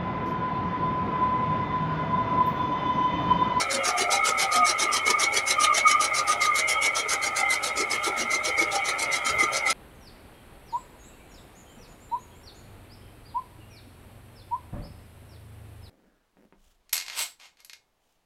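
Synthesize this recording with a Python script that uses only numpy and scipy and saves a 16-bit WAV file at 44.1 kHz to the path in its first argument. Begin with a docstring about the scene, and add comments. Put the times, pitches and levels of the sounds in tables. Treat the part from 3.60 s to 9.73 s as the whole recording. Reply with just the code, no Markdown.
"""A flywheel chaff cutter in a brick shed: its knives shear green stalks over seven times a second, as
swept crowds of clicks, and the thrown chaff lands in soft thuds of blurred tone and noise.
Feed gears rattle and ring through iron modes, and dry iron squeals as fluttering, sagging tones.
The tractor that drives it hums outside, as steady lines over a rumble.
Halfway through, the microphone moves partway from the feed trough to the outlet, then drifts back."""
import sys
import numpy as np
from scipy import signal
from scipy.fft import rfft, irfft, next_fast_len
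from scipy.io import wavfile
from scipy.ndimage import uniform_filter1d, map_coordinates

SR = 44100
rng = np.random.default_rng(int(sys.argv[2]) if len(sys.argv) > 2 else 0)


def unload_wav(signal):
    """Save mono or channel-first audio to the path in sys.argv[1] as 16-bit WAV at rate SR, clipped to [-1, 1]."""
    wavfile.write(
        sys.argv[1],
        SR,
        np.round(np.clip(np.atleast_2d(signal).T, -1, 1) * 32767).astype(np.int16),
    )


N = 270288

# microphone position: (time [s], position [0 at the trough, 1 at the outlet])
MIC_POSITION = [(0, 0.08), (2.6, 0), (3.1, 0.4), (6.13, 0)]
# low rumble, colour of the engine and of the bump: (frequency [Hz], relative level [dB])
RUMBLE_COLOUR = [(20, -36), (42, -25), (55, 5), (85, 2.5), (135, 3), (180, -7.5), (400, -29)]

# the flywheel turns steadily and carries two knives
FIRST_CUT_S, CUT_PERIOD_S = -0.0335, 0.13536
TOOTH_HZ = 102.3  # gear teeth meshing per second


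def amp(db):
    """Decibels to gain."""
    return 10 ** (np.asarray(db) / 20)


def unit(x):
    """Scaled to rms 1."""
    return x / np.sqrt(np.mean(x ** 2) + 1e-20)


def along(points, hz):
    """(Hz, value) points read on a log frequency axis."""
    f, v = np.transpose(points)
    return np.interp(np.log(hz + 1), np.log(f), v)


def curve(points):
    """(s, value) points joined into one value per sample."""
    s, values = np.transpose(points)
    return np.interp(np.arange(N) / SR, s, values)


def between(trough, outlet):
    """A value that follows the microphone between the trough and the outlet."""
    return trough + (outlet - trough) * np.clip(curve(MIC_POSITION), 0, 1)


def bell(t, centre_s, width_s):
    """A smooth swell of height 1."""
    return np.exp(-.5 * ((t - centre_s) / width_s) ** 2)


def wobble(rate):
    """A smooth random curve, rate knots a second."""
    knots = rng.standard_normal(int(N * rate / SR) + 4)
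    return map_coordinates(knots, [np.arange(N) * rate / SR])


def filtered(x, response):
    """x times a complex response of frequency."""
    m = next_fast_len(N + SR // 2)
    return irfft(rfft(x, m) * response(np.fft.rfftfreq(m, 1 / SR)), m)[:N]


def coloured(x, spectrum):
    """x shaped by the given colour, at rms 1."""
    return unit(filtered(x, lambda hz: amp(along(spectrum, hz))))


def hiss(spectrum):
    """Fresh noise of the given colour, at rms 1."""
    return coloured(rng.standard_normal(N), spectrum)


def ringing(x, modes):
    """x through a set of damped resonances, at rms 1."""
    def response(f):
        total = 0
        for k, (centre, width, db) in enumerate(modes):
            mode = 1j * f * width / (centre * centre - f * f + 1j * f * width)
            total = total + (-1) ** k * amp(db) * mode  # neighbours alternate in sign
        return total
    return unit(filtered(x, response))


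def snaps(rate, spread_db):
    """Random clicks of uneven size, rate a second, at rms 1."""
    happens = rng.random(N) < rate / SR
    return unit(happens * rng.standard_normal(N) * amp(spread_db * rng.standard_normal(N)))


def patchy(x, depth_db, size):
    """x with a randomly changing colour; longer frames (size, samples) give finer, slower patches."""
    z = signal.stft(x, nperseg=size)[2]
    field = uniform_filter1d(rng.standard_normal(z.shape), size=3, axis=0)
    field = uniform_filter1d(field, size=4, axis=1)
    return unit(signal.istft(z * amp(depth_db * unit(field)), nperseg=size)[1][:N])


def strokes():
    """For each pass of a knife: its samples and their time since the blade entered."""
    t = np.arange(N) / SR
    for s in np.arange(FIRST_CUT_S, N / SR, CUT_PERIOD_S):
        near = slice(max(0, int((s - .02) * SR)), int((s + .13) * SR))
        yield near, t[near] - s


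def knives(clump_db=1.0, lean_spread_db=2.0, bite_spread_db=1.5, dulling_db=3, crisp_hz=7500,
           cut_spread_db=0.53):
    """Each knife snaps a crowd of stalks and bites hardest as the last ones meet the ledger plate."""
    # shearing, as the fodder runs thick or thin: (time [s], level [dB])
    feed = [(0, -30.5), (.6, -26.5), (1.75, -28.5), (2.2, -28.2), (2.9, -29), (4.2, -31), (5.1, -32.5),
            (6.1, -31.5)]
    # colour of the snapping stalks: (frequency [Hz], relative level [dB])
    shear_colour = [(70, -31), (200, -13.5), (600, -5), (1700, -3), (2650, -5.5), (3150, -1.5),
                    (3600, -4.5), (4000, 2.5), (4500, -2.5), (6100, 3), (8100, -6.5), (9700, -2.5),
                    (11200, -10), (12300, -21.5), (15700, -29.5)]
    attack_s, release_s, bite_s, bite_width_s = 0.027, 0.05, .049, 0.0048
    bite_db = between(6, -5)  # extra level of the bite
    hold_s = between(0.053, 0.039)  # the tail of the sweep does not carry round to the outlet
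    treble_db = between(-0.8, 5.5)  # crispness of the shearing
    feed_db = curve(feed)
    shear, crisp = np.zeros((2, N))
    for near, age in strokes():
        lean, handful, bite = rng.standard_normal(3)
        sweep = np.interp(age, [0, .07], [-1, 1])
        attack = np.clip(age / attack_s + .5, 0, 1) ** 2
        release = 1 / (1 + np.exp(np.log(1000) * (age - hold_s[near]) / release_s - 2))
        # the bundle lies thicker at one end of the sweep
        stalks_db = feed_db[near] + cut_spread_db * handful + lean_spread_db * lean * sweep
        extra_db = (bite_db[near] + bite_spread_db * bite) * bell(age, bite_s, bite_width_s)
        cut = attack * release * amp(stalks_db + extra_db)
        shear[near] += cut
        # the buried blade sounds duller than the entering one
        crisp[near] += cut * amp(-dulling_db * sweep)
    # hollow stalks part in clumps, each with its own pitch; no two handfuls have the same colour
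    stalks = patchy(snaps(rate=20000, spread_db=1.5), depth_db=3.9, size=700)
    clumps = patchy(stalks, depth_db=1.5, size=128) * amp(clump_db * wobble(160))
    stalks = coloured(clumps, shear_colour)
    treble = filtered(stalks, lambda hz: 1 - 1 / (1 + (hz / crisp_hz) ** 4))
    return shear * (stalks - treble) + amp(treble_db) * crisp * treble


def chaff(thud_blur=0.59, wad_spread_db=2, hollow_db=2.5, puff_db=-2.0):
    """Every cut throws a wad of chaff, which leaves with a pat and lands with a soft thud."""
    # ordinary wads: (time [s], level before the hollow and puff trims [dB])
    wads = [(0, -41), (.7, -40), (1.8, -41), (2.2, -56), (3.2, -43), (3.9, -45), (4.4, -40), (6.1, -44.5)]
    # thick wads: (time of the cut that throws them [s], level before the same trims [dB])
    thick_wads = [(.372, -31), (1.185, -33), (1.455, -32), (1.726, -33), (3.213, -36), (4.163, -31),
                  (4.435, -33), (4.975, -34), (5.787, -34)]
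    # colour of the puff of noise in each thud: (frequency [Hz], relative level [dB])
    thud_colour = [(60, -35), (120, -14.5), (230, -6), (340, 6.5), (430, 5.5), (560, -11.5), (900, -35),
                   (2000, -60)]
    second_knife_db = 1.5  # the second knife throws more chaff than the first
    average_db, hz_per_db = -40, 8  # heavier wads than the average sound lower
    land_s, land_width_s, leave_db = 0.05, 0.011, -8.5
    push, hollow = np.zeros((2, N))
    usual_db = curve(wads)
    usual_hz = between(480.8, 432.3)  # beside the heap the thuds sound deeper
    thick = {round((s - FIRST_CUT_S) / CUT_PERIOD_S): db for s, db in thick_wads}
    # a wad of chaff is a loose, heavily damped body: its pitch is blurred
    blur = unit(1 + thud_blur * wobble(170)) * np.exp(2j * thud_blur * wobble(110))
    for k, (near, age) in enumerate(strokes()):
        knife_db = second_knife_db * (k % 2 - .5)
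        ordinary_db = usual_db[near].mean() + knife_db + wad_spread_db * rng.standard_normal()
        thud_db = thick.get(k, ordinary_db)
        thud_hz = usual_hz[near].mean() - hz_per_db * (thud_db - average_db)
        pat = amp(leave_db) * bell(age, 0.015, 0.0048)
        thud = amp(thud_db) * (pat + bell(age, land_s, land_width_s))
        push[near] += thud
        hollow[near] += thud * np.real(blur[near] * np.exp(2j * np.pi * thud_hz * age))
    return amp(hollow_db) * hollow + amp(puff_db) * push * hiss(thud_colour)


def teeth(scatter_s, spread_db, scrape_db):
    """Loose teeth knock once per mesh, unevenly, and scrape in between."""
    count = int(N / SR * TOOTH_HZ)
    chance = rng.standard_normal((count, 2))
    knock_s = np.arange(count) / TOOTH_HZ + scatter_s * chance[:, 0]
    at = np.clip(knock_s * SR, 0, N - 1).astype(int)
    knocks = np.bincount(at, amp(spread_db * chance[:, 1]), N)
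    return unit(knocks - knocks.mean()) + amp(scrape_db) * snaps(rate=900, spread_db=1)


def whine(centre_hz=2165, waver=0.01707, mesh_depth=0.88):
    """The dry pinion sings without a break, wavering in pitch and chopped by its teeth."""
    t = np.arange(N) / SR
    phase = 2 * np.pi * np.cumsum(centre_hz * (1 + waver * wobble(14))) / SR
    mesh = 1 + mesh_depth * np.cos(2 * np.pi * TOOTH_HZ * t + 3.5 * wobble(13))
    return unit(mesh * amp(2.9 * wobble(35)) * np.sin(phase))


def gears(unsteady_db=0.1, load_db=0.85, load_lag_s=0.051, soft_hz=6500):
    """The cast feed gears ring under their teeth; the pinion is pressed harder at every cut."""
    # iron modes of the large gear: (frequency [Hz], width [Hz], relative level [dB])
    gear_modes = [(233.6, 22, -18.5), (416, 51, -14), (542, 30.6, -7.5), (619, 43, -7), (711.4, 5.1, -3.5),
                  (801, 21.6, -3.5), (922, 59, -10.5), (1230.5, 55.7, -1), (1305, 43, 2.5),
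                  (1357, 44, -1.5), (1474, 31, -17)]
    # iron modes of the pinion: (frequency [Hz], width [Hz], relative level [dB])
    pinion_modes = [(2070, 85, -4), (2104, 18.5, 2.5), (2157, 25.6, -0.5), (2241, 20.4, 2),
                    (2358, 17, -8.5), (2567, 46, -23.5), (2826, 28, -19.5), (3117, 38, -15.5),
                    (3300, 10, -16), (3750, 74, -24)]
    gear_db = between(-32.5, -37) + unsteady_db * wobble(2.73)
    since_load = np.arange(N) / SR - FIRST_CUT_S - load_lag_s
    load = np.cos(2 * np.pi * since_load / CUT_PERIOD_S)
    pinion_db = -28 + load_db * load + unsteady_db * wobble(2.49)  # shared by its ring and whine
    # the contact point wanders, so now one mode leads, now another
    gear_teeth = teeth(scatter_s=0.00052, spread_db=3, scrape_db=-2.0)
    gear = ringing(patchy(gear_teeth, depth_db=3.5, size=2048), gear_modes)
    pinion_teeth = teeth(scatter_s=.0004, spread_db=2.5, scrape_db=-1.5)
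    pinion = ringing(patchy(pinion_teeth, depth_db=5.0, size=2048), pinion_modes)
    singing = amp(-4.0) * pinion + amp(-9) * whine()
    rattle = amp(gear_db) * gear + amp(pinion_db) * singing
    # the gears' ring is rolled off above soft_hz, so the tooth ticks stay faint
    return filtered(rattle, lambda hz: 1 / (1 + (hz / soft_hz) ** 4))


def chirps(detune=0.01235, spread_db=2.0, count=11, gap_s=.6, length_s=.1):
    """Short squeals at random moments, one per mode in each gap, as rows like the timed ones."""
    # modes that chirp: (pitch [Hz], mean level before the squeal trim [dB])
    chirp_modes = [(798, -44.5), (2190, -37), (2850, -50), (3150, -47)]
    rows = []
    for k in range(count):
        for hz, db in chirp_modes:
            start_s = (k + rng.random()) * gap_s
            pitch_hz = hz * (1 + detune * rng.standard_normal())
            rows.append((start_s, length_s, pitch_hz, db + spread_db * rng.standard_normal()))
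    return rows


def squeals(rough=0.48, beat_db=2.0, drift=0.0096, sag=0.0096, overhang=.28):
    """Stick and slip make one iron mode swell and flutter; its pitch sags as the pressure eases."""
    # squeals and low groans of dry iron, loud and faint, at set times:
    # (start before overhang [s], length before overhang [s], pitch [Hz], level before trim [dB])
    timed_squeals = [(0.102, 0.13, 545.5, -34.0), (0.13, 0.069, 243, -42.5), (0.225, 0.17, 1211, -33.5),
                     (0.25, 0.28, 719, -32), (0.541, 0.06, 797, -31), (0.59, 0.08, 2187, -26.5),
                     (0.618, 0.14, 1268, -27.5), (0.831, 0.054, 790, -32.5), (0.903, 0.17, 1242, -23.5),
                     (0.931, 0.13, 717, -30.5), (0.964, 0.06, 247, -41), (1.036, 0.039, 2220, -27.5),
                     (1.262, 0.095, 1220, -29), (1.328, 0.089, 3140, -38.5), (1.447, 0.12, 2220, -27),
                     (1.485, 0.13, 1235, -26.5), (1.628, 0.096, 2215, -27.5), (1.979, 0.07, 1227, -21.5),
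                     (2.074, 0.064, 1214, -19), (2.255, 0.028, 1250, -16), (2.299, 0.14, 1219, -23),
                     (2.527, 0.11, 1220, -30.5), (2.676, 0.058, 1233, -24), (2.802, 0.056, 2083, -27.5),
                     (2.821, 0.14, 1216, -26), (3.001, 0.15, 2082, -30), (3.097, 0.087, 3160, -38.5),
                     (3.365, 0.057, 3260, -36.5), (3.799, 0.081, 796, -30.5), (3.8, 0.15, 2075, -27),
                     (4.577, 0.088, 235, -44), (4.954, 0.079, 2205, -26.5), (5.138, 0.072, 800, -30),
                     (5.505, 0.055, 2080, -28.5), (5.755, 0.084, 2083, -23.5), (5.767, 0.14, 1238, -34.5),
                     (6.03, 0.085, 2077, -28.5)]
    t = np.arange(N) / SR
    flutter = (1 + rough * (wobble(120) + 1j * wobble(120))) * amp(beat_db * wobble(55))
    waver = drift * wobble(30)
    random_squeals = [row for row in chirps() if row[0] < t[-1]]
    out = np.zeros(N)
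    for s, length, hz, db in list(timed_squeals) + random_squeals:
        extra_s = overhang * length  # added at both ends
        on = slice(max(0, int((s - extra_s) * SR)), int((s + length + extra_s) * SR))
        progress = np.linspace(-1, 1, len(t[on]))
        swell = np.cos(np.pi / 2 * progress)
        phase = 2 * np.pi * np.cumsum(hz * (1 + waver[on] - sag * progress)) / SR
        out[on] += amp(db) * unit(swell * np.real(flutter[on] * np.exp(1j * phase)))
    return amp(-1.5) * out  # squeal trim


def tractor(rumble_db=-53.5, screen_db=-4):
    """The engine hums and rumbles outside, under the rush of belt and flywheel."""
    # engine lines as heard at the trough: (frequency [Hz], rms level [dB])
    engine_lines = [(55.4, -69), (76, -71), (128, -69)]
    # colour of the rush: (frequency [Hz], relative level [dB])
    rush_colour = [(40, -40), (150, -22), (280, -3), (560, -1.5), (1000, -12), (1700, -7.5), (2500, 2.5),
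                   (2800, -18), (4400, -19), (8200, -17), (10000, -14.5), (12000, -28), (15700, -47)]
    t = np.arange(N) / SR
    hum = np.zeros(N)
    for hz, db in engine_lines:
        hum += amp(db) * np.sqrt(2) * np.sin(2 * np.pi * hz * t + 0.32 * wobble(3.3))
    # the wall screens the tractor from the outlet
    engine = amp(between(0, screen_db)) * (hum + amp(rumble_db) * hiss(RUMBLE_COLOUR))
    rush_db = -45 - curve(MIC_POSITION)
    return engine + amp(rush_db) * hiss(rush_colour)


def shed(x, count=24):
    """The brick walls answer briefly, the treble dying first, as echoes of decaying noise."""
    # decay of the shed: (frequency [Hz], time to fall 60 dB [s])
    decay = [(200, 0.11), (2000, 0.17), (4000, 0.09), (10000, 0.039)]
    hz, t, z = signal.stft(rng.standard_normal((count, SR // 4)), SR, nperseg=256)
    fading = z * amp(-60 * t / along(decay, hz)[:, None])
    tails = signal.istft(fading, SR, nperseg=256)[1]
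    out = np.zeros(N + SR)
    # each stretch of sound gets a freshly drawn short echo
    for part, tail in zip(np.array_split(np.arange(N), count), tails):
        echo = signal.fftconvolve(x[part], tail / np.linalg.norm(tail))
        out[part[0]:][:len(echo)] += echo
    return out[:N]


def bump(centre_s=5.75, width_s=0.033, level_db=-43.5):
    """A dull low bump: a short swell of rumbling noise."""
    return amp(level_db) * bell(np.arange(N) / SR, centre_s, width_s) * hiss(RUMBLE_COLOUR)


def scene():
    """Cutter, shed and tractor at one microphone."""
    cutting = knives() + chaff()
    drive = gears() + squeals()
    echoes = shed(amp(-5.5) * cutting + amp(-15.5) * drive)
    return (cutting + drive + echoes + tractor() + bump())[None]


def record(dry, top_hz=15750):
    """The phone keeps nothing above its band limit."""
    return filtered(dry[0], lambda hz: hz < top_hz)[None]


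dry = scene()
out = record(dry)
unload_wav(out)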